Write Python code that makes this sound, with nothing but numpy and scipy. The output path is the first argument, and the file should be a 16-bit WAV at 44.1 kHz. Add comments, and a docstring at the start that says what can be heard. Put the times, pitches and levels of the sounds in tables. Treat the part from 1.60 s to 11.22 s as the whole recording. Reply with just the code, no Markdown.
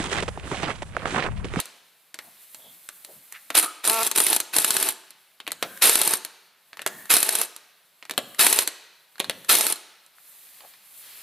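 """A hard-walled garage, microphone close to a pneumatic impact wrench tightening the nuts of an alloy car wheel.
Knocks and clinks: short noise bursts and decaying steel modes, as the socket finds each nut.
Wrench: vane puffs and filtered hiss from the air motor; steel cracks about 17 times a second once a nut is
tight; ticks and squeaks of the loose socket between. Softer: filtered noise for the air leak, the wheel's
rumble, the hand and the workshop. Decaying noise makes the room ring on."""
import sys
import numpy as np
from scipy import signal
from scipy.fft import rfft, irfft
from scipy.io import wavfile

SR = 44100
rng = np.random.default_rng(int(sys.argv[2]) if len(sys.argv) > 2 else 0)


def inscribe(sig):
    """Save sig as 16-bit PCM at rate SR to the path in sys.argv[1].

    A 1-D sig is mono; a 2-D sig holds one channel per row.
    Samples are clipped to [-1, 1] before scaling.
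    """
    pcm = np.round(np.clip(np.atleast_2d(sig).T, -1, 1) * 32767)
    wavfile.write(sys.argv[1], SR, pcm.astype(np.int16))


N = 424241
TIME = np.arange(N) / SR


def undb(db):
    """Decibels to gain."""
    return 10 ** (np.asarray(db) / 20)


def unit(x):
    """Scale to rms 1."""
    return x / np.sqrt(np.mean(x ** 2))


def along(points, hz):
    """Read (f/Hz, value) points on a log-frequency axis."""
    f, value = np.transpose(points)
    return np.interp(np.log(hz + 1), np.log(f), value)


def colour(x, points):
    """Causal filter with the given spectrum, made from the cepstrum of its log gain."""
    size = 2048
    gain = undb(along(points, np.fft.rfftfreq(size, 1 / SR)))
    cepstrum = irfft(np.log(gain))
    # folding the cepstrum onto positive time makes the filter minimum-phase
    cepstrum[1:size // 2] *= 2
    cepstrum[size // 2 + 1:] = 0
    impulse = irfft(np.exp(rfft(cepstrum)))
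    return signal.fftconvolve(x, impulse)[:len(x)]


def noise(points):
    """Noise of rms 1 with the given spectrum."""
    return unit(colour(rng.standard_normal(N), points))


def walk(rate):
    """Random wander of rms 1, drawn as straight lines between `rate` points per second."""
    return unit(np.interp(TIME * rate, np.arange(N), rng.standard_normal(N)))


def add(out, s, x):
    """Mix x into out at time s."""
    i = max(int(s * SR), 0)
    out[i:i + len(x)] += x[:max(N - i, 0)]


def resonance(x, hz, width):
    """Band-pass with gain 1 at the centre."""
    return signal.lfilter(*signal.iirpeak(hz, hz / width, fs=SR), x)


def narrow_band(x, hz, width):
    """Two equal resonances in series, scaled to rms 1."""
    return unit(resonance(resonance(x, hz, width), hz, width))


def swell(s, length):
    """A smooth rise and fall around time s, down to 1/e half a length away."""
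    return np.exp(-np.minimum((2 * (TIME - s) / length) ** 2, 50))


def crack(points, t60, tail_db, tail_t60, snap=0):
    """A hard contact: one snap, a dense noise burst and a weaker tail; as strong as 2 ms at rms 1."""
    t = TIME[:SR // 5]
    decay = undb(-60 * t / t60) + undb(tail_db - 60 * t / tail_t60)
    burst = rng.standard_normal(len(t)) * decay
    burst[0] += snap
    x = colour(burst, points)
    # the first 10 ms set the strength
    return x / np.sqrt(np.sum(x[:SR // 100] ** 2) / (SR / 500))


# steel modes of socket, nut and rim: nominal f/Hz, relative level/dB, t60/s
STEEL_MODES = [(319, -25, .06), (1236, -17.5, 0.03), (1483, -12.5, 0.053), (1700, -18, 0.11),
               (2597, -20, .05), (3025, -18.5, 0.067), (3280, -9.5, 0.032), (4207, -6, .04),
               (4090, -9, 0.048), (7390, -2.5, 0.022), (8750, -0.5, 0.023), (10020, -3, 0.021),
               (12100, -5, .03)]


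def ring():
    """Modes of the steel parts; every contact excites them in a different mix."""
    t = TIME[:SR // 5]
    hz, db, t60 = np.transpose(STEEL_MODES)[:, :, None]
    size, detune = rng.uniform(-0.99, 1, (2, len(STEEL_MODES), 1))
    modes = np.sin(2 * np.pi * hz * (1 + .012 * detune) * t)
    return np.sum(size * undb(db - 60 * t / t60) * modes, axis=0)


# spectrum of the room's ringing after a burst: f/Hz, relative level/dB per Hz
AFTERSOUND_SPECTRUM = [(60, -19), (200, -7.5), (700, 0.5), (1500, 1), (4200, -0.5), (6500, -9), (10000, -8),
                       (15000, -28)]
AFTERSOUND_DB, AFTERSOUND_T60_S = -44, 0.88


def aftersound():
    """The tail of an earlier burst dies away in the room."""
    mid = noise(AFTERSOUND_SPECTRUM)
    side = noise(AFTERSOUND_SPECTRUM) * undb(-9)
    decay = np.exp(-np.log(1000) * TIME / AFTERSOUND_T60_S)
    return np.array([mid + side, mid - side]) * undb(AFTERSOUND_DB) * decay


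# spectrum of the workshop noise: f/Hz, relative level/dB per Hz
SHOP_SPECTRUM = [(30, -23.5), (80, -17.5), (170, 5), (280, -3), (650, 5.5), (1300, 4), (4000, 0.5),
                 (7000, -14), (15000, -11)]


def workshop(level_db=-67.5):
    """Faint steady noise of the workshop."""
    return undb(level_db) * noise(SHOP_SPECTRUM)


# spectra of the leak's high hiss and its lower rush: f/Hz, relative level/dB per Hz
HISS_SPECTRUM = [(200, -22), (1000, -14), (4200, -24.5), (6000, -13.5), (8000, -5.5), (10500, -1.5),
                 (12500, 0.5), (15000, -6.5)]
RUSH_SPECTRUM = [(300, -18), (1400, -7), (2200, -3), (3000, -4), (4200, -2), (5500, -9.5), (12000, -21)]
# wrench pressed onto a nut, bending the hose: seated t/s, eased off t/s, relative leak level/dB
NUT_PRESSES = [(0.565, 2.0, -52), (3.972, 4.503, -49.5), (5.243, 5.795, -50), (6.543, 7.0, -53),
               (7.652, 8.103, -54.5)]
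# leak while the wrench is lowered at the end: t/s, relative hiss level/dB, relative rush level/dB
LOWERING_LEAK = [(8.55, -70, -74), (8.66, -55.5, -61), (8.86, -51.5, -58), (9.08, -54.5, -55.5),
                 (9.19, -62, -60), (9.34, -51.5, -58.5), (9.47, -46.5, -47.5), (9.62, -48.5, -49.5)]
# rise time, 1/e fall time, floor of the leak
LEAK_OPEN_S, LEAK_SHUT_S, IDLE_LEAK_DB = 0.078, .08, -65


def leak(hiss_db=0, rush_db=-4, pressed_rush_db=-5, idle_rush_db=1):
    """Air seeps at the hose coupling; it opens up while the wrench is pressed on a nut and as it is lowered."""
    pressed = np.zeros(N)
    for on, off, db in NUT_PRESSES:
        opening = np.clip((TIME - on) / LEAK_OPEN_S, 0, 1)
        closing = np.exp(-np.maximum(TIME - off, 0) / LEAK_SHUT_S)
        pressed += undb(db) * opening * closing
    s, high_db, low_db = np.transpose(LOWERING_LEAK)
    high = np.maximum(pressed, undb(IDLE_LEAK_DB))
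    high = high + undb(np.interp(TIME, s, high_db, left=-np.inf))
    low = np.maximum(pressed * undb(pressed_rush_db), undb(IDLE_LEAK_DB + idle_rush_db))
    low = low + undb(np.interp(TIME, s, low_db, left=-np.inf))
    hiss = noise(HISS_SPECTRUM) * high * undb(hiss_db + 1.4 * walk(23))
    rush = noise(RUSH_SPECTRUM) * low * undb(rush_db + 0.47 * walk(23))
    return hiss + rush


# socket knocking on rim and nut as it finds its seat, with one loud trigger click at 1.903 s: t/s, relative
# level/dB, clink level re knock/dB, clack pitch f/Hz
SEAT_KNOCKS = [(0.543, -32, -1, 5000), (0.5889, -29, -7.5, 1840), (1.289, -32.5, 2, 1560),
               (1.724, -38, 6, 1820), (1.9032, -21.5, -10, 1480), (3.802, -32, -13, 3200),
               (3.867, -31, -16, 2340), (3.8771, -22.5, -7.5, 2400), (4.026, -15, -7.5, 1340),
               (5.131, -34.5, -26.5, 1740), (5.1933, -28, -16, 1820), (5.218, -30, -3, 1540),
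               (5.2632, -15.5, -2.5, 1640), (5.2746, -32, 9.5, 1710), (6.426, -34.5, -24.5, 2110),
               (6.4966, -26, -6.5, 1740), (6.51, -24, -3, 3700), (6.578, -14.5, -2.5, 3200),
               (7.5568, -42.5, -23, 1180), (7.5963, -32, -1, 3190), (7.6007, -16, -4, 3160),
               (7.644, -26.5, -11, 4240), (7.6968, -17, -4.5, 3160), (8.584, -48, -17, 1415),
               (9.0063, -41, -15, 1030), (9.1377, -46, -19, 2030)]
# only the socket's edge touches, mostly as it slips off a nut: t/s, relative level/dB
EDGE_SLIPS = [(0.0014, -24.5), (0.0562, -40), (0.9458, -40.5), (1.4476, -39.5), (2.514, -22.5),
              (2.802, -21), (3.5058, -44.5), (3.9184, -27), (4.649, -30.5), (5.9633, -38.5),
              (7.0753, -20.5), (8.463, -54.5)]
SLIP_HZ, SLIP_THUD_DB, SLIP_CLINK_DB = 4230, -14, 5.5
# harder knocks move the wheel more: relative thud of a knock of FIRM_DB, and its loss for each dB less
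FIRM_DB, THUD_DB, THUD_DB_PER_DB = -12.5, -5.5, 0.54
# light taps while the socket feels for a nut: longest lead, mean level and spread, base pitch, clink
TAP_SPREAD_S, TAP_DB, TAP_SCATTER_DB, TAP_HZ, TAP_CLINK_DB = .1, -39, 3, 1700, -8
# the trigger clicks just before the valve opens
TRIGGER_LEAD_S, TRIGGER_DB, TRIGGER_CLINK_DB, TRIGGER_HZ = .034, -40, 0, 1820
# after a contact the socket drops back once, more softly: mean delay, level re contact
REBOUND_S, REBOUND_DB = 0.01, -16


def contacts(count=2):
    """Knocks, taps, trigger clicks and slips as (t/s, level, thud, clink/dB, f/Hz), each with its rebound."""
    taps = []
    for on, _, _ in NUT_PRESSES[1:]:
        for _ in range(count):
            s = on - TAP_SPREAD_S * rng.uniform(0, 1)
            db = TAP_DB + TAP_SCATTER_DB * rng.standard_normal()
            taps.append((s, db, TAP_CLINK_DB, TAP_HZ * 2 ** rng.uniform(-.5, 0.31)))
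    # only pulls made while pressed on a nut get a click
    clicks = [(pull[0] - TRIGGER_LEAD_S, TRIGGER_DB, TRIGGER_CLINK_DB, TRIGGER_HZ)
              for pull in TRIGGER_PULLS if any(on < pull[0] < off for on, off, _ in NUT_PRESSES)]
    knocks = [(s, db, THUD_DB + THUD_DB_PER_DB * (db - FIRM_DB), clink_db, hz)
              for s, db, clink_db, hz in SEAT_KNOCKS + taps + clicks]
    slips = [(s, db, SLIP_THUD_DB, SLIP_CLINK_DB, SLIP_HZ) for s, db in EDGE_SLIPS]
    first = knocks + slips
    rebounds = [(s + REBOUND_S * rng.uniform(.7, 1.3), db + REBOUND_DB, *tone) for s, db, *tone in first]
    return first + rebounds


# spectra of wheel thud, tool clack and edge clink: f/Hz, relative level/dB per Hz
THUD_SPECTRUM = [(40, -37.5), (150, -16.5), (300, 0), (450, 0.5), (650, 4), (900, -11.5), (1600, -31.5),
                 (4000, -49)]
CLACK_SPECTRUM = [(400, -21), (900, -2), (1500, -2), (2100, -1), (3400, -3), (4300, -1.5), (4900, -9.5),
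                  (6500, -15), (12000, -28.5)]
CLINK_SPECTRUM = [(3000, -26), (6000, -7.5), (7500, -4), (8200, -1), (10200, -1), (11500, -3.5),
                  (13000, -5), (15500, -20.5)]


def socket(thud_db=1, clack_db=-2, tone_db=1, clink_db=0, ring_db=-15, tone_width=0.18):
    """Socket meets nut: the wheel thuds, the tool clacks at the contact point's pitch, the steel edge clinks."""
    out = np.zeros(N)
    for s, db, low_db, high_db, hz in contacts():
        thud = crack(THUD_SPECTRUM, t60=0.033, tail_db=-12.5, tail_t60=0.19, snap=8)
        clack = crack(CLACK_SPECTRUM, t60=0.0052, tail_db=-9.5, tail_t60=0.067, snap=3.2)
        tone = resonance(clack, hz, tone_width * hz)
        clink = crack(CLINK_SPECTRUM, t60=0.013, tail_db=-18, tail_t60=.05)
        add(out, s, undb(db + low_db + thud_db) * thud)
        add(out, s, undb(db) * (undb(clack_db) * clack + undb(tone_db) * tone))
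        add(out, s, undb(db + high_db + clink_db) * clink)
        add(out, s, undb(db + ring_db) * ring())
    return out


def uneven_grain():
    """White noise whose level wanders, as of rough surfaces moving on each other."""
    return rng.standard_normal(N) * undb(3.3 * walk(60))


def wheel_rumble(hz=192, length_s=0.16, lag_s=0.093, level_db=-42, width=0.83):
    """Low rumble of the wheel after each knock, as the socket turns the nut; its level follows the knock."""
    level = sum(undb(db + level_db) * swell(s + lag_s, length_s) for s, db, _, _ in SEAT_KNOCKS)
    return level * narrow_band(uneven_grain(), hz, width * hz)


# the hand shifts its grip: t/s, length/s, centre f/Hz, level/dB
GRIP_SCUFFS = [(0.655, 0.17, 680, -59), (1.046, 0.12, 560, -56.5), (1.07, 0.18, 212, -62.5),
               (1.52, 0.079, 480, -56.5), (1.565, 0.088, 190, -61.5), (1.757, 0.053, 1880, -45.5),
               (9.035, 0.076, 700, -56)]


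def hand(width=0.83):
    """Dull uneven scuffs as the grip shifts: grainy noise in broad bands."""
    grain = uneven_grain()
    out = np.zeros(N)
    for s, length, hz, db in GRIP_SCUFFS:
        out += undb(db) * swell(s, length) * narrow_band(grain, hz, width * hz)
    return out


# narrow airy whistles around the tool: t/s, length/s, centre f/Hz, level/dB
AIRY_WHISTLES = [(1.066, 0.14, 3370, -55.5), (2.05, 0.12, 1277, -36), (4.124, 0.25, 1577, -53.5),
                 (5.362, 0.32, 1816, -52)]


def whistles(width=0.13):
    """Airy bands of pitch that come and go, cut from one noise by narrow resonances."""
    air = rng.standard_normal(N)
    out = np.zeros(N)
    for s, length, hz, db in AIRY_WHISTLES:
        out += undb(db) * swell(s, length) * narrow_band(air, hz, width * hz)
    return out


# trigger pulls: open t/s, shut t/s, relative exhaust level/dB, level change at the start/dB
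TRIGGER_PULLS = [(1.939, 1.988, -23.5, 1.5), (2.017, 2.045, -29, -6.5), (2.23, 2.465, -31, 0),
                 (2.54, 2.754, -28.5, -4.5), (2.923, 3.3, -32.5, 1.5), (4.209, 4.55, -30.5, 11.5),
                 (5.49, 5.835, -34.5, 14), (6.781, 7.02, -31, 11), (7.881, 8.117, -33, 14.5)]


def throttle(open_s=0.018, shut_s=.014, surge_s=0.11):
    """Valve opening and air flow: each flow starts above or below its loaded level, then settles to it."""
    valve, flow = np.zeros(N), np.zeros(N)
    for on, off, db, surge_db in TRIGGER_PULLS:
        age = np.maximum(TIME - on, 0)
        closing = np.exp(-np.maximum(TIME - off, 0) / shut_s)
        gate = np.minimum(age / open_s, 1) ** 2 * closing
        valve += gate * undb(db)
        flow += gate * undb(db + surge_db * np.exp(-(age / surge_s) ** 2))
    return valve, flow


# spectra of exhaust hiss and vane puff: f/Hz, relative level/dB per Hz
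EXHAUST_SPECTRUM = [(40, -45), (150, -27), (400, -7), (1000, -8.5), (1400, -5.5), (2700, -3.5), (4100, -3),
                    (5000, -5), (6700, -7.5), (9000, -3.5), (11500, -1.5), (13500, -3.5), (15200, -16)]
PUFF_SPECTRUM = [(30, -32), (100, -16.5), (200, -15.5), (360, 9.5), (450, -5.5), (560, -3.5), (900, 1),
                 (1400, -12), (3000, -9.5), (9000, -48.5)]
# resonances of the exhaust passages: f/Hz, width/Hz, relative level/dB
EXHAUST_PASSAGES = [(1292, 150, -10.5), (1765, 98, -21.5), (2600, 120, -4.5), (3850, 210, -3.5),
                    (10400, 180, -8.5), (11300, 350, -1)]


def motor(valve, flow, strikes, top_hz=226, recover_s=.012, load_s=0.05, puff_db=0.2, air_db=3.5, throb=0.17):
    """Blows stall the rotor; as it speeds up again its vanes let out growing puffs over the exhaust hiss."""
    times = np.array(strikes)[:, 0]
    # a blow close behind another causes no new stall
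    spaced = times[np.diff(times, prepend=0) > .045]
    starts = np.array(TRIGGER_PULLS)[:, 0]
    stalls = np.sort(np.r_[0, spaced + .003, starts - .02])
    age = TIME - stalls[np.searchsorted(stalls, TIME, side="right") - 1]
    vane_hz = top_hz * (1 - .6 * np.exp(-age / recover_s)) * (1 + .04 * walk(120))
    turns = np.cumsum(vane_hz) / SR
    pulses = np.diff(np.floor(turns), prepend=0) * undb(2 * walk(200))
    puffs = unit(colour(pulses, PUFF_SPECTRUM)) + 0.63 * noise(PUFF_SPECTRUM)
    # the puffs weaken again when the rotor meets no resistance
    push = (0.083 + 1 - np.exp(-(age / load_s) ** 2)) / (1 + (age / 0.063) ** 6)
    jet = noise(EXHAUST_SPECTRUM)
    jet = unit(jet + sum(undb(db) * resonance(jet, hz, width) for hz, width, db in EXHAUST_PASSAGES))
    turbulence = undb(1.3 * walk(220))
    hiss = jet * (1 + throb * np.cos(2 * np.pi * turns)) * turbulence
    return undb(puff_db) * puffs * push * np.sqrt(valve * flow) + undb(air_db) * hiss * flow


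# howl of the exhaust as the valve opens: nominal f/Hz, width/Hz, relative level/dB
INRUSH_HOWL = [(1360, 150, -0.5), (1730, 470, -3.5), (2480, 89, -2.5), (3520, 370, -14.5),
               (3880, 294, -2.5)]


def inrush(flow, howl_db=-4, fade_s=0.042):
    """The first rush of air into the standing motor howls in the exhaust ports, differently on every pull."""
    out, t = np.zeros(N), TIME[:SR // 5]
    for on, _, _, _ in TRIGGER_PULLS:
        shift = 1 + .04 * rng.uniform(-1.1, 1, len(INRUSH_HOWL))
        howl = np.zeros(len(t))
        for (hz, width, db), k in zip(INRUSH_HOWL, shift):
            howl += undb(db) * unit(resonance(rng.standard_normal(len(t)), hz * k, width))
        add(out, on, howl * np.exp(-(t / fade_s) ** 2))
    return undb(howl_db) * out * flow


# the socket bounces after every blow: nominal delay/s, relative level/dB
SOCKET_BOUNCES = [(.017, -2), (.034, 2.5), (.042, -1)]
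# spectrum of the chatter ticks: f/Hz, relative level/dB per Hz
CHATTER_SPECTRUM = [(1000, -26), (4000, -15), (6500, -18.5), (8300, 4), (9300, 3), (10300, 0.5), (11300, 1),
                    (13000, -8.5), (15500, -20.5)]


def chatter(valve, flow, strikes, tick_db=5, ping_db=10, ping_hz=9350, ping_s=0.0013, ring_db=4):
    """The loose socket rattles at run-down and after each blow: ticks with a squeak of steel on steel."""
    out, t = np.zeros(N), TIME[:SR // 100]
    ticks = [(blow[0] + delay, db) for blow in strikes for delay, db in SOCKET_BOUNCES]
    for s, db in ticks:
        late, size, pitch = rng.uniform(-0.7, 1, 3)
        s, gain = s + .002 * late, undb(db + 3.5 * size)
        swell_and_fade = t / ping_s * np.exp(1 - t / ping_s)
        ping = np.sin(2 * np.pi * ping_hz * (1 + .09 * pitch) * t) * swell_and_fade
        tick = crack(CHATTER_SPECTRUM, t60=.015, tail_db=-18, tail_t60=.04)
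        add(out, s, gain * undb(tick_db) * tick)
        add(out, s, gain * undb(ping_db) * ping)
    # the fast spinning socket keeps the steel ringing while the flow surges
    jangle = np.zeros(N)
    for pull in TRIGGER_PULLS:
        for delay in np.arange(0, .08, .012):
            add(jangle, pull[0] + delay, ring())
    return out * np.sqrt(valve * flow) + undb(ring_db) * jangle * np.maximum(flow - valve, 0)


# steady hammering once a nut is tight:
# first blow t/s, last blow t/s, count, relative level/dB, mean clack of the housing re blow/dB
HAMMER_RUNS = [(2.6027, 2.7296, 3, -9, -3), (2.985, 3.288, 6, -8, -9.5), (4.2947, 4.5361, 5, -6.5, -8),
               (5.567, 5.8148, 5, -8, -22.5), (6.8663, 6.9887, 3, -5.5, -7.5),
               (7.952, 8.1238, 4, -9.5, -15)]
FADE_DB_PER_BLOW, CLACK_SCATTER_DB = 0.84, 4
# the hammer catches on tight spots, mostly while the nut runs down: t/s, relative level/dB
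HAMMER_CATCHES = [(1.952, -10.5), (1.9775, -6), (1.9855, -14), (1.997, -12), (2.027, -17), (2.2515, -17),
                  (2.2751, -11.5), (2.2974, -9.5), (2.4309, -15), (2.4668, -15), (2.4737, -15),
                  (2.5607, -12.5), (2.576, -9.5), (2.5832, -10), (2.7634, -10), (2.9643, -8.5),
                  (4.2398, -11), (4.2546, -14.5), (5.5104, -7), (5.539, -7), (6.8111, -10)]
CATCH_CLACK_DB = -18
# the hammer takes up its play just after the valve opens: delay, level over the air flow, clack
TAKE_UP_S, TAKE_UP_DB, TAKE_UP_CLACK_DB = .0125, 5.5, 0


def blows():
    """All hammer blows as (t/s, level/dB, clack/dB): take-up, stray catches, then even runs that fade."""
    take_up = [(on + TAKE_UP_S, db + surge_db + TAKE_UP_DB, TAKE_UP_CLACK_DB)
               for on, _, db, surge_db in TRIGGER_PULLS]
    catches = [(s, db, CATCH_CLACK_DB) for s, db in HAMMER_CATCHES]
    runs = []
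    for first, last, count, db, clack_db in HAMMER_RUNS:
        for k, s in enumerate(np.linspace(first, last, round(count))):
            scatter_db = CLACK_SCATTER_DB * rng.standard_normal()
            runs.append((s, db - k * FADE_DB_PER_BLOW, clack_db + scatter_db))
    return sorted(take_up + catches + runs)


# spectrum of hammer on anvil: f/Hz, relative level/dB per Hz
ANVIL_SPECTRUM = [(40, -32.5), (300, -2.5), (1200, -3.5), (1800, -4), (2800, -4), (4100, -2.5),
                  (5500, -5.5), (7000, -3), (8700, 3.5), (11000, 5.5), (13000, -3.5), (15500, -15)]


def hammer(strikes, blow_db=-1, clack_db=-5, ring_db=-7):
    """Steel hammer on anvil: a crack passes into socket and wheel, then the recoil rings the steel again."""
    out = np.zeros(N)
    for s, db, middle_db in strikes:
        blow = crack(ANVIL_SPECTRUM, t60=0.02, tail_db=-21, tail_t60=0.043)
        clack = crack(CLACK_SPECTRUM, t60=0.011, tail_db=-17.5, tail_t60=.04)
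        add(out, s, undb(db + blow_db) * blow)
        add(out, s, undb(db + middle_db + clack_db) * clack)
        add(out, s, undb(db + ring_db) * ring())
        for delay, bounce_db in SOCKET_BOUNCES:
            add(out, s + delay, undb(db + ring_db + bounce_db - 15.5) * ring())
    return out


# motor spinning free: t/s, nominal vane rate f/Hz, level/dB
FREE_SPIN = [(2.274, 211, -31), (2.32, 222.3, -30), (2.36, 224.2, -27.5), (2.428, 226.7, -26)]
# harmonics of the vane note: multiple of the vane rate, relative level/dB
VANE_HARMONICS = [(1, -11.5), (2, -2.5), (3, 2.5), (4, 5.5), (5, 1.5), (6, 2.5), (7, -19), (8, -19.5),
                  (9, -15), (10, -8), (11, -4), (12, -4.5)]


def free_run():
    """With no load the vanes sing a short, slightly rough note: a harmonic series on the vane rate."""
    s, hz, db = np.transpose(FREE_SPIN)
    turns = np.cumsum(np.interp(TIME, s, hz) * (1 + 0.016 * walk(400))) / SR
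    live = (TIME > s[0]) & (TIME < s[-1])
    note = 0
    for multiple, harmonic_db in VANE_HARMONICS:
        phase = rng.uniform(0, np.pi)
        note = note + undb(harmonic_db) * np.sin(2 * np.pi * multiple * turns[live] + phase)
    out = np.zeros(N)
    out[live] = unit(note) * undb(np.interp(TIME[live], s, db))
    return out


# difference between the microphone ports: f/Hz, side filter level/dB
PORT_DIFFERENCE = [(40, -20.5), (200, -46.5), (700, -18), (2800, -21), (5500, -6), (9000, -6), (13500, -1)]


def ports(x):
    """Two close ports share the bass; the treble, scattered by the shaking tool, reaches each differently."""
    scatter = unit(np.tanh(2 * walk(900)))
    side = colour(x * scatter, PORT_DIFFERENCE)
    return np.array([x + side, x - side])


# colour of the garage: f/Hz, relative level/dB
GARAGE_SPECTRUM = [(60, -11), (200, 2), (1200, 1), (4200, -3), (6500, 1), (10000, -6), (15000, -4.5)]
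# decay of the garage's long tail: f/Hz, t60/s
GARAGE_DECAY = [(100, 0.52), (2000, 1.106), (4200, 1.1), (8000, 0.65), (15000, 0.49)]


def garage(x, wet_db=-16, early_db=-15, early_t60=0.31, spread=0.22):
    """Quick dense echoes from floor and car body, then the long tail of hard walls: decaying noise."""
    t = TIME[:SR]
    f, frames, cells = signal.stft(rng.standard_normal((2, SR)), SR, nperseg=256)
    decay = np.exp(-np.log(1000) * frames / along(GARAGE_DECAY, f)[:, None])
    tail = signal.istft(cells * decay, SR)[1][:, :SR]
    early = rng.standard_normal((2, SR)) * np.exp(-np.log(1000) * t / early_t60)
    tail = undb(wet_db) * tail / np.linalg.norm(tail[0])
    early = undb(early_db) * early / np.linalg.norm(early[0])
    # the echoes build up over 3.9 ms
    echo = (tail + early) * np.minimum(t / 0.0039, 1)
    coloured = colour(x, GARAGE_SPECTRUM)[None]
    mid, side = signal.fftconvolve(coloured, echo, axes=1)[:, :N]
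    return np.array([mid + spread * side, mid - spread * side])


def scene():
    """Wrench, socket, wheel, hand and leak in the garage, over the faint noise of the workshop."""
    valve, flow = throttle()
    strikes = blows()
    air = motor(valve, flow, strikes) + inrush(flow) + free_run()
    steel = hammer(strikes) + chatter(valve, flow, strikes)
    near = air + steel + socket() + leak() + whistles() + wheel_rumble() + hand()
    return ports(near + workshop()) + garage(near) + aftersound()


def record(dry):
    """The microphone thins the bass below 60 Hz, rounds the highest peaks and cuts the top."""
    top_hz = 15300
    bass_cut = signal.butter(2, 60, "high", fs=SR, output="sos")
    top_cut = signal.ellip(8, .2, 70, top_hz, fs=SR, output="sos")
    thin = signal.sosfilt(bass_cut, dry)
    return signal.sosfilt(top_cut, np.tanh(thin))


dry = scene()
out = record(dry)
inscribe(out)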